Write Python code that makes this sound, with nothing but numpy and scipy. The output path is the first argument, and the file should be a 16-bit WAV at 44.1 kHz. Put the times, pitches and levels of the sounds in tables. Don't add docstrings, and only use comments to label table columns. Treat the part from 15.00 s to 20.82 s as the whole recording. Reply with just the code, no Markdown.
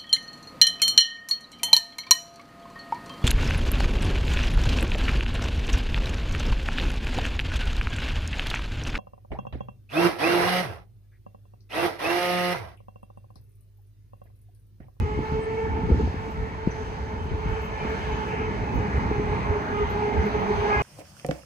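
import sys
import numpy as np
from scipy import signal
from scipy.fft import rfft, irfft, next_fast_len
from scipy.io import wavfile
from scipy.ndimage import uniform_filter1d

SR = 44100
rng = np.random.default_rng(int(sys.argv[2]) if len(sys.argv) > 2 else 0)


def unload_audio(sound):
    columns = np.transpose(np.atleast_2d(sound))
    steps = np.round(np.clip(columns, -1, 1) * 32767)
    wavfile.write(sys.argv[1], SR, steps.astype(np.int16))


N = 256698
EDGE = 1024
LONG = N + EDGE
T = np.arange(LONG) / SR
SPAN = next_fast_len(LONG + 2 * EDGE)
F = np.arange(SPAN // 2 + 1) * SR / SPAN


def undb(db):
    return 10 ** (np.asarray(db) / 20)


def curves(table):
    s, *columns = np.transpose(table)
    return [np.interp(T, s, c) for c in columns]


def unit(x):
    return x / np.sqrt(np.mean(np.abs(x) ** 2))


def walk(rate):
    hold = int(SR / rate)
    steps = np.repeat(rng.standard_normal(LONG // hold + 1), hold)
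    smooth = uniform_filter1d(uniform_filter1d(steps, hold), hold)
    return unit(smooth[:LONG])


def shaped(gain):
    return irfft(rfft(rng.standard_normal((2, SPAN))) * gain, SPAN)[:, :LONG]


def coloured(points, flicker_db, rate, split=1):
    hz, db = np.transpose(points)
    gain = undb(np.interp(np.log(F + 1), np.log(hz), db, -200, -200))
    place = split * np.log2(F + 1)
    total = 0
    for band in range(int(split * np.log2(hz[0])), int(split * np.log2(hz[-1])) + 2):
        crossfade = np.sqrt(np.clip(1 - abs(place - band), 0, 1))
        total = total + undb(flicker_db * walk(rate)) * shaped(gain * crossfade)
    return unit(total)


# time in seconds, level of the deep rumble in dB, level of the flutter in dB.
STEADY_WIND = [(0, -30, -36), (.6, -39, -39), (.95, -27, -32), (1.3, -36, -42), (1.95, -35.5, -39),
               (2.4, -33, -42), (3.2, -37, -34), (3.8, -35.5, -32), (4.25, -31, -33), (4.7, -35.5, -35),
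               (5.2, -34, -34), (5.82, -34.5, -38.5)]
# time of the peak in seconds, deep peak in dB, length in seconds.
WIND_BUFFETS = [(0, -20, 0.073), (0.198, -27, 0.035), (0.344, -27, 0.044), (0.712, -28, 0.11),
                (0.955, -25, 0.057), (1.05, -23.5, 0.06), (1.41, -29.5, 0.085), (2.321, -28.5, 0.046),
                (2.489, -28, 0.06), (3.132, -32, 0.16), (3.476, -31.5, 0.084), (3.614, -29, 0.042),
                (3.767, -21.5, 0.08), (3.97, -30.5, 0.052), (4.085, -30, 0.077), (4.33, -29, 0.12),
                (4.5, -30, .07), (4.856, -29.5, 0.14), (5.038, -39, 0.046), (5.191, -22, 0.073),
                (5.376, -29, 0.053), (5.573, -26.5, 0.059), (5.788, -24.5, 0.066)]
# frequency in Hz, strength in dB per Hz.
DEEP_COLOUR = [(22, -20), (35, -13), (55, 3), (75, 2.5), (110, -2.5), (160, -16)]
# frequency in Hz, strength in dB per Hz.
FLUTTER_COLOUR = [(80, -11), (130, -3.5), (220, -2.5), (330, -11), (480, -11.5), (650, -46.5)]
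BUFFET_FLUTTER_DB = -8


def gusts():
    deep_db, flutter_db = curves(STEADY_WIND)
    swell = sum(undb(2 * db) * np.exp(-(2 * (T - s) / length) ** 2) for s, db, length in WIND_BUFFETS)
    deep = np.sqrt(undb(2 * deep_db) + swell)
    flutter = np.sqrt(undb(2 * flutter_db) + undb(2 * BUFFET_FLUTTER_DB) * swell)
    return deep * coloured(DEEP_COLOUR, 1.0, 22.0) + flutter * coloured(FLUTTER_COLOUR, 2.2, 30.)


# time in seconds, rate in Hz.
TOOTH_RATE = [(0, 422), (.1, 428), (.22, 434), (.55, 444), (.8, 441), (1.3, 442), (1.9, 434), (2.6, 437),
              (3.3, 430), (3.6, 434), (3.85, 420), (4.2, 424), (4.6, 415), (4.85, 414), (5.05, 422),
              (5.7, 421), (5.82, 417)]
# time in seconds, level in dB.
WHINE_LEVEL = [(0.0, -41), (0.16, -37.5), (0.31, -39.5), (0.34, -31.5), (0.66, -33.5), (0.73, -40.5),
               (0.76, -36.5), (0.88, -40.5), (0.92, -28.5), (0.97, -52), (1.0, -29.5), (1.08, -54),
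               (1.26, -40), (1.31, -50), (1.39, -40), (1.57, -42), (1.81, -40), (1.85, -45.5),
               (2.46, -39.5), (2.58, -33), (2.71, -44), (2.92, -33.5), (2.97, -45), (3.11, -34),
               (3.27, -39.5), (3.34, -33), (3.39, -41.5), (3.42, -33), (3.58, -43), (3.86, -36.5),
               (3.89, -46.5), (3.94, -38.5), (4.03, -36.5), (4.08, -50.5), (4.13, -27.5), (4.16, -35.5),
               (4.34, -32.5), (4.38, -42.5), (4.57, -30.5), (4.64, -41), (4.83, -28), (4.88, -42.5),
               (4.97, -31.5), (5.01, -30.5), (5.27, -27.5), (5.32, -45.5), (5.35, -25), (5.4, -38.5),
               (5.43, -27.5), (5.48, -37), (5.51, -25.5), (5.61, -36.5), (5.62, -29), (5.82, -29.5)]
# multiple, added level in dB, smear in Hz, least steady share from 0 to 1.
TOOTH_MULTIPLES = [(1, 0.5, 34, 0.48), (2, -3.5, 46, 0.29), (3, -11.5, 23, 0.3), (4, -14, 34, 0.4),
                   (5, -15, 73, 0.04), (6, -22, 70, 0.06), (7, -28, 39, 0.4)]
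# time in seconds, extra dB on the upper multiples,
# steadiness from 0 to 1, brightness in dB per multiple (the second multiple takes less of both dB).
GEARBOX_SIGHT = [(0, 3, 0.2, 2.5), (.2, 5, .6, -1), (.4, 0, .75, 1), (.68, 2.5, 0.4, -0.5),
                 (.8, 0, 0.3, -1), (1.1, -1, 0.8, -1), (2.4, -2, 0.1, 2), (2.7, 5, 0.4, 2.5),
                 (3.2, 3.5, 0.1, 1), (3.7, 5.5, 0.03, 1), (4.4, 2.5, 0.14, 0), (5.0, 5, 0, 0.5),
                 (5.66, 1, 0, -1), (5.7, 9, .4, -1), (5.745, 20, 0.7, -1.5), (5.78, 19.5, 0.6, -1.5),
                 (5.82, 12.5, .4, 2)]
REAR_RATIO, REAR_DB = 0.94, -11
WAVER = 0.004
PATCHY_DB, PATCHY_PER_S = 2.5, 14.


def whine():
    (hz,), (db,) = curves(TOOTH_RATE), curves(WHINE_LEVEL)
    upper_db, clear, bright_db = curves(GEARBOX_SIGHT)
    phase = 2 * np.pi * np.cumsum(hz * (1 + WAVER * walk(12.))) / SR
    out = np.zeros((2, LONG))
    for k, k_db, smear_hz, steady in TOOTH_MULTIPLES:
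        turn = round(k) * phase
        share = np.clip(steady + (1 - steady) * clear ** (2 + k / 2), 0, 1)
        wobble = np.exp(-(F / smear_hz) ** 2)
        echoes = np.sqrt(1 - share) * unit(shaped(wobble) + 1j * shaped(wobble))
        rear = unit(shaped(wobble ** 4) + 1j * shaped(wobble ** 4)) * np.exp(1j * (REAR_RATIO - 1) * turn)
        rear *= undb(REAR_DB) * np.sqrt(np.clip(1 - clear, 0, 1))
        direct = np.sqrt(share) * np.array([[np.sqrt(2)], [.2j]])
        if k == 1:
            own_db = db
        else:
            sight_db = (upper_db + bright_db * (k - 4)) * (.4 if k == 2 else 1)
            own_db = 0.35 * db + 0.7 * np.mean(db) + sight_db + PATCHY_DB * walk(PATCHY_PER_S)
        swing = echoes + rear + direct
        out += np.sqrt(2) * undb(k_db + own_db) * (swing * np.exp(1j * turn)).real
    return out


# time in seconds, level in dB.
ROLL_LEVEL = [(0, -47), (.68, -44), (1.38, -46), (2.28, -44.5), (2.9, -40), (3.6, -41), (4.8, -39),
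              (5.55, -36), (5.82, -34)]
# frequency in Hz, strength in dB per Hz.
ROLLING_COLOUR = [(150, -6.5), (300, -12.5), (600, -9), (900, -6.5), (1300, -9), (2300, -15.5), (3300, -28),
                  (5000, -37), (7000, -46), (9000, -47), (13000, -59.5), (15600, -71.5)]
# frequency in Hz, width at half height in Hz, settled level in dB against the base level.
ADDED_BANDS = [(904.5, 36, -3.5), (201, 15, -3), (6120, 430, -25.5), (2280, 640, -15), (2394, 37, -18.5)]
BAND_STARTS = -1, 5.17, 1.71, 5.68, 2.75
BAND_FLARE_DB, BAND_FLARE_S = 13, 0.18


def rolling():
    out = undb(5.5) * coloured(ROLLING_COLOUR, 2.25, 11., split=3)
    for (hz, width_hz, db), start in zip(ADDED_BANDS, BAND_STARTS):
        band = unit(shaped(1 / (1 + (2 * (F - hz) / width_hz) ** 2)))
        flare_db = BAND_FLARE_DB * np.exp(-abs(T - start) / BAND_FLARE_S)
        fade_in = np.clip((T - start) / 0.014, 0, 1)
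        out += undb(db + flare_db + 1.2 * walk(20.0)) * fade_in * band
    return undb(curves(ROLL_LEVEL)[0]) * out


# time in seconds, level in dB.
AIR_LEVEL = [(0, -53), (.8, -55.5), (2.2, -58), (3, -54), (4, -58), (5.82, -56.5)]
# frequency in Hz, strength in dB per Hz.
AIR_COLOUR = [(2500, 4), (4000, 0), (6000, -3.5), (8000, -14), (9300, -10.5), (10300, -22), (12000, -23.5),
              (14500, -27), (15600, -29)]


def air():
    return undb(curves(AIR_LEVEL)[0]) * coloured(AIR_COLOUR, 2.1, 10.0)


# time in seconds, wavelet peak in dB before the kick is added,
# pitch in Hz, left minus right in dB, tail in seconds (2 ms at least is played).
WIND_SLAPS = [(0.177, -23, 140, 6, 0.0047), (0.191, -19.5, 254, -5, 0.0044), (0.324, -21, 129, 3, 0.0043),
              (0.393, -19, 119, 1, 0.0047), (0.835, -19, 176, -2, 0.02), (0.851, -25, 92, 13, .01),
              (0.892, -24.5, 260, 10, 0.0036), (0.904, -13.5, 166, 7, 0.0034),
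              (.914, -17.5, 300, 3, 0.0026), (0.922, -8, 70, 0, 0.021), (.946, -22, 242, 4, 0.0044),
              (1.009, -22, 253, -3, 0.0036), (1.025, -20, 70.5, 3, 0.02), (1.062, -28, 80, 0, .01),
              (1.079, -18, 84, 5, 0.01), (1.076, -26.5, 480, 2, 0.0024), (1.102, -30, 150, 0, 0.0056),
              (1.144, -24, 197, 4, 0.0056), (1.163, -28, 130, 0, 0.0072), (1.666, -29, 150, 2, 0.0054),
              (1.675, -10, 182, 6.5, 0.0037), (2.257, -24.5, 144, 0, 0.0057), (2.318, -26, 103, 11, 0.017),
              (2.348, -24, 80, -2, .01), (2.386, -29, 89.5, 3, .008), (2.461, -22, 141, 4, 0.0094),
              (2.477, -31, 70, 0, 0.0086), (2.496, -25, 85, 7, 0.012), (2.527, -18, 60.4, -5, 0.014),
              (2.852, -22.5, 196, -5, 0.0047), (3.148, -21, 90, 0, 0.004), (3.637, -20, 91, 0, 0.003),
              (3.743, -23.5, 198, -2, 0.009), (3.981, -14.5, 92.5, 1, .008), (4.115, -17.5, 220, 3, 0.0031),
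              (4.184, -19, 133, -7, 0.008), (4.199, -20, 242, -1, 0.005), (4.505, -18, 79.4, -2, 0.018),
              (5.203, -30, 91, -4, .006), (5.243, -24, 116, 4, .005)]
SLAP_TURNS = 0.39
KICK_S, KICK_HZ, KICK_SHARE = 0.0017, 357, 0.78


def slaps():
    out = np.zeros((2, N))
    for s, db, hz, pan_db, tail_s in WIND_SLAPS:
        i = np.arange(int((s - .04) * SR), int((s + 0.093) * SR))
        t = i / SR - s
        rise = np.exp(-(t * hz / SLAP_TURNS) ** 2)
        tail = np.exp(-abs(t) / max(tail_s, .002))
        wavelet = np.where(t < 0, rise, tail) * np.cos(2 * np.pi * hz * t)
        kick = np.exp(-(t / KICK_S) ** 2) * np.cos(2 * np.pi * KICK_HZ * t)
        kick *= KICK_SHARE * np.sqrt(hz / KICK_HZ)
        sides_db = db + np.array([[pan_db], [-pan_db]]) / 2
        out[:, i] += undb(sides_db) * (wavelet + kick)
    return out


# time of the peak in seconds, peak of the pure tone in dB, pitch in Hz,
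# length in seconds, spread of the rough part in Hz.
SHORT_SQUEAKS = [(0.433, -60.5, 8150, 0.051, 151), (1.717, -53, 6060, 0.022, 450),
                 (3.142, -57.5, 6600, 0.062, 40), (3.754, -65, 12050, .03, 150)]


def squeaks():
    out = 0
    for s, db, hz, length, spread_hz in SHORT_SQUEAKS:
        swell = undb(db) * np.exp(-(2 * (T - s) / length) ** 2)
        rough = 0.95 * unit(shaped(np.exp(-((F - hz) / spread_hz) ** 2)))
        out = out + swell * (rough + np.sin(2 * np.pi * hz * T))
    return out


# start in seconds, starting rms level in dB.
TREBLE_TICKS = [(1.305, -68), (2.237, -71), (2.5, -69), (2.616, -62), (2.65, -64), (2.899, -67),
                (3.081, -70), (3.277, -71), (3.97, -69), (4.62, -71), (4.9, -58), (5.258, -60), (5.4, -69),
                (5.745, -66), (5.79, -65)]
TICK_T60_S = 0.14


def ticks():
    flare = 0
    for s, db in TREBLE_TICKS:
        flare = flare + undb(db) * (T >= s) * np.exp(-np.log(1000) * abs(T - s) / TICK_T60_S)
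    top = 1 / (1 + (2 * (F - 13200) / 2600.0) ** 4)
    lower = .1 * np.exp(-((F - 8000) / 1500) ** 2)
    return flare * unit(shaped(top + lower))


# frequency in Hz, likeness (limited to 0 to 1), left minus right in dB.
CHANNEL_LIKENESS = [(0, 0.83, -0.3), (300, 0.76, -0.9), (450, 0.97, -1), (770, 0.02, -7.5),
                    (1120, 0.94, -1.5), (1500, 0.43, 0.5), (2070, 0.8, 0), (2750, 0.1, 2), (3800, 0.4, 1),
                    (6840, 0.6, 3), (7160, 0, -1.5), (8500, 0.3, 5), (9230, 1, 0.5), (11800, 0.8, 1.5),
                    (14300, 1, -2), (15000, .5, 3)]
# frequency in Hz, phase turn of the left channel in cycles.
CHANNEL_PHASE = [(0, 0), (300, .02), (450, .16), (1000, .24), (1500, .59), (2200, .89), (3000, 1.21),
                 (3800, 1.69), (6000, 2.83), (7000, 3.06), (8300, 3.5), (11200, 3.5), (11700, 4),
                 (22050, 4)]


def ports(pair):
    hz, *columns = np.transpose(CHANNEL_LIKENESS)
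    like, pan_db = (np.interp(F, hz, c) for c in columns)
    like = np.clip(like, 0, 1)
    padded = np.pad(pair, ((0, 0), (EDGE, EDGE)), "reflect", reflect_type="odd")
    shared, apart = rfft(padded, SPAN) * np.sqrt([(1 + like) / 2, (1 - like) / 2])
    phase_turn = np.exp(-2j * np.pi * np.interp(F, *np.transpose(CHANNEL_PHASE)))
    left = (shared + apart) * undb(pan_db / 2) * phase_turn
    right = (shared - apart) * undb(-pan_db / 2)
    return irfft(np.array([left, right]), SPAN)[:, EDGE:EDGE + N]


def scene():
    street = gusts() + whine() + rolling() + air() + squeaks() + ticks()
    return ports(street) + slaps()


TOP_HZ = 15700


def record(dry):
    rounded = np.tanh(1.49 * dry) / 1.487
    return signal.sosfilt(signal.ellip(8, .2, 70, TOP_HZ, fs=SR, output="sos"), rounded)


dry = scene()
out = record(dry)
unload_audio(out)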